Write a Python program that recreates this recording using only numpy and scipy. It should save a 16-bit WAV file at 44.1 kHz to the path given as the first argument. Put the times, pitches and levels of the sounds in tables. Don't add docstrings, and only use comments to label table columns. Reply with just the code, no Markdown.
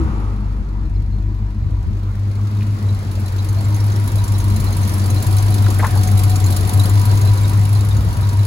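import sys
import numpy as np
from scipy import signal
from scipy.fft import rfft, irfft, next_fast_len
from scipy.io import wavfile
from scipy.ndimage import uniform_filter1d

SR = 44100
rng = np.random.default_rng(int(sys.argv[2]) if len(sys.argv) > 2 else 0)


def level_to_linear(level):
    exponent = np.asarray(level, float) / 20
    return 10 ** exponent


def digitize_waveform(pressure):
    field = np.atleast_2d(pressure).T
    bounded = np.clip(field, -1, 1)
    quanta = np.round(bounded * 32767).astype(np.int16)
    wavfile.write(sys.argv[1], SR, quanta)


N = 373086

# exhaust blow/dB, valve tick/dB, lifter tick/dB, unevenness/dB
CYLINDERS = [
    (-4.2, -6, -7, 1.2),
    (2.9, 4, 0, 1.5),
    (1.5, -14, -8, 1),
    (-.5, 0, -3, 1.2),
    (2.5, -3, 0, 4),
    (1.1, -4, -1, 1),
    (-.9, -2, -1, 4),
    (-2.4, 4.5, 2.5, 1.2),
]
# t/s, nearness to engine bay/dB, nearness to pipe/dB, cab drone/dB
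WALK = [(0, -31, -13.5, -4.5), (.7, -35.5, -15, -1), (1.0, -34.5, -13.5, -1), (1.5, -34.5, -13, -4),
        (2.0, -30.5, -8, -4), (2.45, -24, -8, -18), (2.75, -20, -6.5, -17), (3.4, -16.5, -6.5, -13),
        (3.7, -13.5, -5, -19), (4.3, -11.5, -3, -11), (4.6, -10, -6.5, -6), (4.9, -7.5, -2, -12),
        (5.7, -6.5, -1, -12), (6.2, -6.5, -1, -10.5), (6.8, -5.5, 0, -33), (7.15, -5.5, -1.5, -10),
        (7.9, -11, -2, -20.5), (8.46, -11.5, -4, -39)]
# level/dB, share of the walk they feel
LIFTER, VALVE = (-47.5, 0.73), (-38.5, 1.11)


def evened(x):
    return x / np.sqrt(np.mean(x ** 2) + 1e-20)


def curves(rows):
    s, *columns = np.transpose(rows)
    return [np.interp(np.arange(N) / SR, s, c) for c in columns]


def coloured(x, gain):
    size = next_fast_len(N + 2048, True)
    return irfft(rfft(x, size) * gain(np.fft.rfftfreq(size, 1 / SR)), size)[..., :N]


def bell(hz, width):
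    return lambda f: 1 / (1 + 2j * (f - hz) / width) ** 2


def slope(points):
    f, db = np.transpose(points)
    return lambda hz: level_to_linear(np.interp(np.log(hz + 1), np.log(f + 1), db))


def noise(gain, channels=2):
    size = next_fast_len(N + 2048, True)
    z = rng.standard_normal((channels, size // 2 + 1, 2)) @ [1, 1j]
    return evened(irfft(z * gain(np.fft.rfftfreq(size, 1 / SR)), size)[:, :N])


def drift(hz):
    return noise(lambda f: 1 / (1 + (f / hz) ** 4), channels=1)[0]


def swell(centre, width, db):
    return level_to_linear(db) * np.exp(-.5 * ((np.arange(N) / SR - centre) / width) ** 2)


def bumps(at, rows, width):
    return sum(db * np.exp(-((at / SR - s) / width) ** 2) for s, db in rows)


def train(at, db):
    clicks = np.zeros(N)
    clicks[np.clip(at, 0, N - 1)] = level_to_linear(db)
    return clicks


def add(mix, s, sound):
    part = mix[..., round(s * SR):][..., :sound.shape[-1]]
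    part += sound[..., :part.shape[-1]]


def knock(hz, width, length):
    u = np.arange(4096) / SR / np.clip(length, .002, .02)
    spectrum = rfft(rng.standard_normal((2, 4096)))
    grit = irfft(spectrum * bell(hz, width)(np.fft.rfftfreq(4096, 1 / SR)))
    grit = grit * u * np.exp(1 - u)
    return grit / abs(grit).max(axis=1, keepdims=True)


def heard(layer):
    level_db, share = layer
    return level_db + share * curves(WALK)[0]


def ports(pair):
    # f/Hz, likeness 0-1, left lead/rad, left minus right/dB
    port_rows = [(0, .85, .1, 2.5), (150, .85, .22, 2.2), (500, .8, .7, 1.4), (1100, .55, 1.5, 1),
                 (1700, .45, 3.1, 1.5), (2700, .35, 7.8, 2.5), (3400, .15, 9.4, 0), (4100, .25, 12.57, -1),
                 (5200, .3, 15.7, -3.5), (6200, .45, 12.57, -3), (7200, .75, 11.2, -.5),
                 (8350, .98, 9.65, 0), (8850, .98, 9.25, 0), (9800, .92, 7.9, 0), (10600, .99, 6.6, 0),
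                 (11300, .99, 6, 0), (12200, .92, 4.7, 0), (13100, .995, 3.4, 0), (13700, .995, 2.9, 0),
                 (14500, .92, 1.7, 0), (15400, .99, .2, 0)]
    f, same, lead, lean_db = np.transpose(port_rows)
    like = lambda hz: np.interp(hz, f, same)
    lean = lambda hz: level_to_linear(np.interp(hz, f, lean_db) / 2)
    shared = coloured(pair[0], lambda hz: like(hz) * np.exp(-1j * np.interp(hz, f, lead)))
    right = shared + coloured(pair[1], lambda hz: np.sqrt(1 - like(hz) ** 2))
    return np.array([coloured(pair[0], lean), coloured(right, lambda hz: 1 / lean(hz))])


def air():
    return level_to_linear(-82) * noise(bell(9000, 3500))


def wind():
    # t/s, peak/dB, half length/s
    gusts = [(0.034, -22, 0.061), (0.588, -29, 0.084), (1.028, -32, 0.24), (1.676, -17.5, 0.059),
             (1.883, -18, 0.033), (3.805, -32.5, 0.18), (4.214, -33, 0.15), (4.62, -28, 0.047),
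             (5.65, -53, 0.11), (6.607, -31, 0.047), (8.066, -22, 0.21), (8.427, -50, 0.055)]
    breeze_db, lumps_db = -34.5, -2.5
    level = level_to_linear(breeze_db) + sum(swell(s, width, db) for s, db, width in gusts)
    buffets = noise(lambda f: bell(68, 40)(f) + 0.45 * bell(130, 40)(f))
    return level * level_to_linear(lumps_db * drift(1.7)) * buffets


def passer():
    # f/Hz, density/dB per Hz
    tyres = [(120, -11), (201, 3.5), (318, -5), (467, -10.5), (650, -20), (880, -8), (1050, -14),
             (1300, -10), (1500, -20.5), (2300, -27.5), (4000, -37), (7000, -41.5), (10500, -44),
             (15600, -68)]
    level_db, fade_db_per_s = -27.5, 13
    hidden_s, hidden_db = 0.31, -4.5
    t = np.arange(N) / SR
    gone = np.clip((.9 - t) / 0.071, 0, 1)
    hum_hz = 255 + 85 * np.exp(-t / 0.136)
    hum = level_to_linear(-19.5 - 60 * t / 0.36) * np.sin(2 * np.pi * np.cumsum(hum_hz) / SR)
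    wall_db = hidden_db * np.clip((t - hidden_s) / 0.063, 0, 1)
    return level_to_linear(level_db - fade_db_per_s * t + wall_db) * gone * noise(slope(tyres)) + hum


def scuffs():
    # t/s, peak/dB, f/Hz, length/s
    steps = [(2.145, -45, 1790, 0.0056), (2.61, -36, 2320, .002), (2.621, -35, 2370, 0.0034),
             (5.666, -24, 1400, 0.0022), (5.799, -26, 926, 0.0032), (5.796, -23.5, 1710, 0.0059),
             (5.797, -22, 590, 0.0045), (5.826, -19, 910, 0.0062), (5.832, -14.5, 976, 0.0084),
             (5.843, -16.5, 980, 0.004), (5.841, -26, 513, 0.004), (5.845, -21, 1650, 0.0057),
             (5.858, -23, 970, 0.0047), (5.871, -31.5, 1700, 0.0087), (5.958, -25, 830, 0.0091),
             (6.089, -30.5, 2260, 0.0019)]
    out = np.zeros((2, N))
    for s, db, hz, length in steps:
        body = knock(hz, .45 * hz, length)
        scrape = knock(1.7 * hz, 1100, .9 * length)
        add(out, s - .003, level_to_linear(db + 2.5) * (body[0] + .3 * body + .2 * scrape))
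    return out


def chirps():
    # t/s, peak/dB, f/Hz
    squeaks = [
        (.967, -52, 4150),
        (.956, -56, 5150),
        (1.133, -52, 4200),
        (1.155, -55, 4200),
        (1.184, -57, 4200),
        (.855, -58, 4150),
        (2.575, -48, 3750),
    ]
    t = np.arange(N) / SR
    return sum(level_to_linear(db) * np.exp(-((t - s) / .009) ** 2) * np.sin(2 * np.pi * hz * t) for s, db, hz in squeaks)


def roar():
    # f/Hz, density/dB per Hz
    roar_rows = [(79, -6.5), (135, -10.5), (158, -11.5), (271, -17), (318, -18), (504, -24.5), (610, -24),
                 (893, -26), (982, -24.5), (1130, -25), (1820, -30.5), (2940, -40.5), (4030, -41.5),
                 (6000, -56), (7800, -66), (13200, -120)]
    # f/Hz, loudest at t/s, half width/s, peak/dB
    whines = [
        (750, 5.3, 0.25, -42),
        (738, 6.33, 0.67, -36.5),
        (975, 1.2, 1, -54.5),
        (960, 4.37, 0.62, -42.5),
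        (980, 5.4, 0.4, -41.5),
        (977, 7.1, 0.45, -37.5),
        (963, 8.3, 0.21, -39),
        (738, 7.7, 0.14, -43),
    ]
    fan, blades = (-32.5, 0.48), (-42.5, 0.58)
    frames = N // 256 + 5
    a, b, c, d, patches = rng.standard_normal((frames, 513, 5)).T
    patches = uniform_filter1d(patches, 5, axis=0)
    patches = evened(uniform_filter1d(patches, 7, axis=1))
    spectra = np.array([a + 1j * b, c + 1j * d]) * level_to_linear(2.0 * patches)
    rush = signal.istft(spectra, nperseg=1024, noverlap=768)[1][:, :N]
    rush = coloured(rush, slope(roar_rows))
    rush /= np.std(coloured(rush[0], lambda f: (f > 500) * (f < 2500)))
    out = level_to_linear(heard(fan) + 2.0) * rush
    out += level_to_linear(heard(blades)) * noise(bell(1380, 1100))
    for hz, centre, width, db in whines:
        out += swell(centre, width, db) * noise(bell(hz, 36))
    return out


def firings():
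    # t/s, crank speed/rpm
    crank = [(0.0, 709.1), (0.3, 750.5), (0.9, 714.8), (1.25, 750.5), (2.05, 735.3), (2.55, 772.4),
             (3.25, 710.8), (3.75, 770.3), (4.95, 716.3), (5.5, 760.4), (5.85, 725.2), (6.3, 740.8),
             (6.5, 708.1), (7.0, 756.2), (7.5, 748.9), (7.75, 766.4), (8.25, 737.0), (8.5, 758.9)]
    first_tick = .339
    cycles = np.cumsum(curves(crank)[0]) / 120 / SR
    steps = np.floor(8 * (cycles - first_tick)).astype(int)
    at = np.flatnonzero(np.diff(steps)) + 1
    return at, steps[at] % 8


def pings(at, cylinder):
    # f/Hz, t60/s, level/dB
    modes = [(3850, .035, -3), (4120, .035, -2), (4400, .035, -3), (4980, .024, -11), (6320, .022, -11),
             (6950, .022, -10), (7400, .02, -11), (9500, .018, -8), (10400, .018, -8), (11200, .02, -5),
             (14900, .016, -10)]
    lifter, valve = level_to_linear(heard(LIFTER)), level_to_linear(heard(VALVE))
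    tick_db, out = np.array(CYLINDERS)[cylinder, 1], np.zeros(N)
    chance = np.clip(rng.standard_normal((len(at), len(modes))), -3, 1.3)
    for k, (hz, t60, db) in enumerate(modes):
        r = level_to_linear(-60 / (t60 * SR))
        ring = train(at + 20, tick_db + 6.5 * chance[:, k])
        for detune in (.993, 1.007):
            turn = 2 * np.pi * hz * detune / SR
            ring = signal.lfilter([1], [1, -2 * r * np.cos(turn), r * r], ring)
        out += level_to_linear(db - 2) * (lifter if hz < 6000 else valve) * evened(ring)
    return out


def valves(at, cylinder):
    # f/Hz, width/Hz, level/dB, share of lifter clack 0-1
    covers = [
        (2770, 1270, 3.5, 0.98),
        (3990, 1800, 9.5, 1),
        (4800, 1300, 8.5, 1),
        (7240, 2350, 9, 1),
        (8300, 750, -2.5, .1),
        (8850, 1000, 3.5, .2),
        (10460, 2700, 6.5, 0),
        (12750, 3500, 4, 0.9),
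        (13700, 900, -5, .06),
        (15200, 1400, -0.5, 0.5),
    ]
    # t/s, peak/dB
    hard_snaps = [(2.786, -44), (2.9886, -38), (3.1138, -34), (3.1527, -37), (3.1971, -34), (3.2585, -33),
                  (3.2799, -33.5), (3.3213, -35), (3.3617, -35), (3.4455, -30.5), (3.4874, -29.5),
                  (3.5264, -34.5), (3.6082, -30.5), (3.6496, -34), (3.683, -32), (3.7429, -30),
                  (3.762, -30), (3.8027, -30), (3.8406, -31), (3.8626, -30.5), (3.9205, -35), (3.9609, -30),
                  (3.9968, -33), (4.0377, -32), (4.075, -26.5), (4.1175, -29), (4.1559, -27), (4.1814, -30),
                  (4.2397, -24.5), (4.279, -24.5), (4.3196, -27), (4.3625, -36), (4.3814, -26.5),
                  (4.401, -26), (4.4408, -28), (4.4812, -29), (4.5001, -28.5), (4.561, -24), (4.599, -25),
                  (4.6415, -24.5), (4.726, -29), (4.768, -23.5), (4.8134, -28), (4.8324, -29),
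                  (4.8753, -23.5), (4.8933, -28), (4.9172, -31), (4.938, -25), (4.9801, -27), (5.0399, -29),
                  (5.0584, -27), (5.1013, -24.5), (5.1442, -25.5), (5.225, -21.5), (5.2654, -23),
                  (5.3088, -27),
                  (5.3088, -27.5), (5.3258, -25), (5.3667, -21), (5.424, -23), (5.4625, -29),
                   (5.5034, -27), (5.5418, -21), (5.6221, -28), (5.7029, -21), (5.7443, -29),
                   (5.7862, -23.5), (5.9528, -29), (5.9723, -22.5), (6.032, -19), (6.0731, -24),
                   (6.1135, -25), (6.1738, -20.5), (6.191, -19), (6.2347, -18.5), (6.2796, -30),
                   (6.2956, -18), (6.3445, -34), (6.357, -20), (6.401, -22), (6.4407, -26), (6.461, -21),
                   (6.5034, -17.5), (6.5225, -21), (6.5643, -16), (6.6069, -25), (6.6727, -24),
                   (6.6922, -19.5), (6.7341, -19.5), (6.7725, -25), (6.7954, -20), (6.835, -24),
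                   (6.855, -18.5), (6.894, -22), (6.9361, -26.5), (7.0134, -24), (7.0526, -21.5),
                   (7.0923, -32), (7.1332, -31), (7.1731, -26), (7.213, -24), (7.2504, -25), (7.334, -27),
                   (7.3741, -27), (7.411, -30), (7.4764, -27), (7.494, -26), (7.5722, -31), (7.6335, -32),
                   (7.7273, -25.5), (7.807, -27.5), (7.8475, -28), (7.8865, -26.5), (7.9658, -33),
                   (8.0456, -34), (8.2097, -30)]
    # t/s, peak/dB, f/Hz
    clacks = [(2.8895, -36, 3940), (3.2606, -36, 4110), (3.3885, -30, 4030), (3.5699, -40, 4130),
              (3.5869, -33.5, 4400), (4.0798, -38, 3920), (4.185, -30.5, 3940), (4.3492, -32, 3940),
              (4.443, -42, 4100), (4.5018, -35, 4050), (4.5627, -34, 4140), (4.6679, -30, 4160),
              (4.7263, -31, 4160), (4.7682, -44, 4000), (4.8326, -33, 4100), (4.8725, -39, 3860),
              (5.0401, -31, 4620), (5.1, -36, 3990), (5.165, -28, 4140), (5.2227, -40, 4110),
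              (5.3275, -33, 4470), (5.3674, -33, 4030), (5.4262, -51, 4160), (5.524, -34, 4000),
              (5.6278, -49, 4450), (5.6437, -32, 3750), (5.704, -44, 3920), (5.9535, -44, 4700),
              (5.975, -30, 4400), (6.0748, -46, 4240), (6.1132, -37, 3710), (6.1753, -29, 3960),
              (6.2394, -47, 3940), (6.3027, -32, 4160), (6.3586, -45, 4000), (6.4644, -29, 4250),
              (6.5038, -38, 4150), (6.5226, -30, 3880), (6.562, -36, 3950), (6.6719, -37, 4260),
              (6.6914, -33, 3750), (6.7333, -39, 3890), (6.7961, -21, 3900), (6.837, -29, 4130),
              (6.8979, -49, 3800), (7.062, -36, 4200), (7.0959, -31.5, 4370), (7.1305, -37, 4020),
              (7.2546, -34, 4040), (7.2765, -29.5, 4030), (7.376, -33, 3980), (7.445, -30, 3740),
              (7.5324, -36, 3830), (7.754, -30, 4090), (7.7909, -36, 3740), (7.9091, -30.5, 3660),
              (8.2303, -32, 3950), (8.392, -33, 3990)]
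    # t/s, peak/dB, f/Hz
    rockers = [(3.3845, -32, 6500), (3.4873, -32, 6500), (3.6434, -29, 7400), (3.7462, -29, 6400),
               (3.8026, -30, 5530), (3.9188, -34, 6430), (3.957, -30, 5400), (4.2386, -28.5, 6270),
               (4.279, -28, 7140), (4.3398, -31, 5470), (4.3817, -34, 6700), (4.4002, -31, 6300),
               (4.5588, -26.5, 6680), (4.6007, -32, 6800), (4.7254, -31, 6400), (4.8292, -26, 6250),
               (4.892, -30, 6100), (4.934, -31, 5570), (5.1011, -27, 6400), (5.2213, -33, 6800),
               (5.2652, -32, 6730), (5.3855, -28.5, 6340), (5.5401, -27, 6760), (5.7032, -40, 6400),
               (5.7416, -28, 7550), (6.03, -30, 6300), (6.0734, -25, 6380), (6.1944, -29, 7460),
               (6.2355, -30, 7170), (6.2989, -32, 7240), (6.3592, -26, 6830), (6.4006, -38, 7360),
               (6.4421, -21, 6620), (6.462, -23, 7100), (6.5234, -28, 6770), (6.5626, -24, 7040),
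               (6.6491, -31, 7300), (6.6915, -28, 6500), (6.7329, -31, 7030), (6.7943, -26, 7360),
               (6.8372, -28, 7260), (6.895, -24, 7050), (7.018, -36, 6900), (7.1724, -30, 6660),
               (7.2123, -29, 6700), (7.3734, -32, 6460), (7.4338, -29, 7500), (7.4927, -36, 6100),
               (7.5356, -34, 6500), (7.9656, -30, 6800)]
    snap_over_hiss_db, soft_snap_db = 20.5, -5
    cab_muffle, cab_edge_db = .4, -29

    lifter_db, valve_db = heard(LIFTER), heard(VALVE)
    _, tick_db, clack_db, uneven_db = np.array(CYLINDERS)[cylinder].T
    tick_db = tick_db + soft_snap_db
    s, peak_db = np.transpose(hard_snaps)
    hard = abs(at[:, None] / SR - s).argmin(axis=0)
    at = at.copy()
    at[hard] = (s * SR).astype(int) + 40
    tick_db[hard] = peak_db - valve_db[at[hard]] - snap_over_hiss_db
    clack_db[hard] = .5 * clack_db[hard] + 0.6 * tick_db[hard]
    uneven_db[hard] = 0
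    muffle_db = cab_muffle * np.minimum(curves(WALK)[0] - cab_edge_db, 0)

    t, out = np.arange(2000) / SR, np.zeros((2, N))
    decay = level_to_linear(-120 * t / .05) + .08 * level_to_linear(-120 * t / .17)
    burst = (1 - np.exp(-t / .0015)) ** 2 * decay
    chance = np.clip(rng.standard_normal((len(at), len(covers) + 1)), -2, 1.4)
    for k, (hz, width, db, share) in enumerate(covers):
        strength_db = share * clack_db + (1 - share) * tick_db
        strength_db = strength_db + (2 + 1.5 * share) * chance[:, k] + .6 * uneven_db * chance[:, -1]
        power = signal.oaconvolve(train(at - 60, 2 * strength_db), burst)[:N]
        level_db = db + share * lifter_db + (1 - share) * valve_db + (k >= 7) * muffle_db
        hiss = 0.017 + 0.21 * share
        out += level_to_linear(level_db) * noise(bell(hz, 1.7 * width)) * evened(np.sqrt(abs(power) + hiss))
    out *= level_to_linear(1.0)
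    for rows, lift_db, width, length in ((clacks, 0.5, 200, .0065), (rockers, -2.5, 300, .0045)):
        for s, db, hz in rows:
            add(out, s - .002, level_to_linear(db + lift_db) * knock(hz, width, length))
    return out


def exhaust(at, cylinder):
    # t/s, level/dB
    stumbles = [(2.12, -12), (2.759, -15), (3.019, -19), (3.44, -0.5), (4.24, -10), (4.73, -0.5),
                (5.07, 1.5), (5.22, -19.5), (5.719, -2), (5.879, -13), (6.048, 0.5), (6.358, 6),
                (6.569, -5), (6.701, -7.5), (7.19, -2.5), (8.31, -5)]
    # t/s, level/dB
    surges = [(.19, 1.5), (.35, -0.5), (.61, -13), (.74, -1), (.85, 0), (.96, 5), (1.42, 1), (1.5, -4),
              (1.83, -11), (1.93, -2.5), (2.15, 3), (2.65, 0), (2.9, 2), (3.1, -1.5), (4.06, -6), (4.5, 4),
              (5.51, -3), (5.74, -0.5), (6.36, -6), (6.459, 3.5), (6.68, -7), (6.73, 2.5), (7.29, 2.5),
              (7.4, -2), (7.88, -4), (7.95, 2.5), (8.01, -4), (8.12, -10.5), (8.37, 3)]
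    # f/Hz, width/Hz, level/dB
    upper_rows = [
        (152, 69, -3.5),
        (205.3, 29.4, 4.5),
        (267.6, 42, -6.5),
        (308.8, 23, -2.5),
        (403.7, 32, -14),
    ]
    # t/s, level/dB
    blooms = [(1.2, 3.5), (2.2, -3), (3.0, -5.5), (3.5, -2), (4.0, 1), (4.5, 3.5), (5.0, 3), (5.35, -7),
              (5.65, 4), (6.1, 2.5), (6.45, -1), (7.1, -3.5), (8.05, -1)]
    # t/s, bass left minus right/dB, lag of right port/samples
    pan = [
        (0, 2.8, 5),
        (.5, 2.6, 14),
        (1.4, 2.5, 7),
        (2.05, 1.1, -2),
        (3.2, 1.7, 8),
        (4.4, 1.5, 17),
        (5.7, 2.9, 18),
        (6.9, 3.3, 16),
        (7.5, 2.3, 8),
        (8.46, 1.7, 6),
    ]
    lope = 0.99
    boom_db, thrum_db, upper_pipe = -11, -17.5, (-30, 0.17)
    shade_s, shade_db = 7, -7
    thrum_lag = 2.6

    chance = rng.standard_normal((len(at), 3))
    blow_db = lope * np.array(CYLINDERS)[cylinder, 0]
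    blow_db = blow_db + bumps(at, stumbles, 0.022) + bumps(at, surges, 0.048)
    late = (13 * chance[:, 1]).astype(int)
    thrum = train(at, .4 * blow_db + .6 * chance[:, 0])
    thrum = coloured(thrum, lambda f: bell(49, 14)(f) * (f / 49) ** 2 * (f < 75))
    boom = train(at + late, blow_db + 1.2 * chance[:, 0])
    boom = coloured(boom, lambda f: bell(103, 28)(f) * (f / 101) ** 2 * (f < 135))
    drive = 0.5 * evened(train(at + 2 * late, blow_db + 1.0 * chance[:, 2])) + rng.standard_normal(N)
    modes = lambda f: sum(level_to_linear(db) * bell(hz, width)(f) / np.sqrt(width) for hz, width, db in upper_rows)
    upper = coloured(drive, modes)

    n, (_, pipe_db, cab_db) = np.arange(N), curves(WALK)
    low = level_to_linear(thrum_db + cab_db) * evened(thrum)
    upper_db = heard(upper_pipe) + np.interp(n, at, bumps(at, blooms, 0.089))
    upper_db = upper_db + shade_db * np.clip((n / SR - shade_s) / 0.1, 0, 1)
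    mono = level_to_linear(boom_db + pipe_db) * evened(boom) + level_to_linear(upper_db) * evened(upper)
    lean_db, lag = curves(pan)
    left = (low + mono) * level_to_linear(lean_db / 2)
    right = np.interp(n - thrum_lag * lag, n, low) + np.interp(n - lag, n, mono)
    return np.array([left, right / level_to_linear(lean_db / 2)])


def scene():
    at, cylinder = firings()
    around = air() + wind() + passer()
    engine_bay = roar() + pings(at, cylinder) + valves(at, cylinder)
    return ports(around + engine_bay) + scuffs() + chirps() + exhaust(at, cylinder)


def band_limit(x):
    return signal.sosfilt(signal.butter(12, 17020, fs=SR, output="sos"), x)


def record(dry):
    rolled = signal.sosfilt(signal.butter(4, 35, "high", fs=SR, output="sos"), dry)
    limited = coloured(1.2 * np.tanh(rolled / 1.2), lambda f: f < 15880)
    return band_limit(limited)


dry = scene()
out = record(dry)
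digitize_waveform(out)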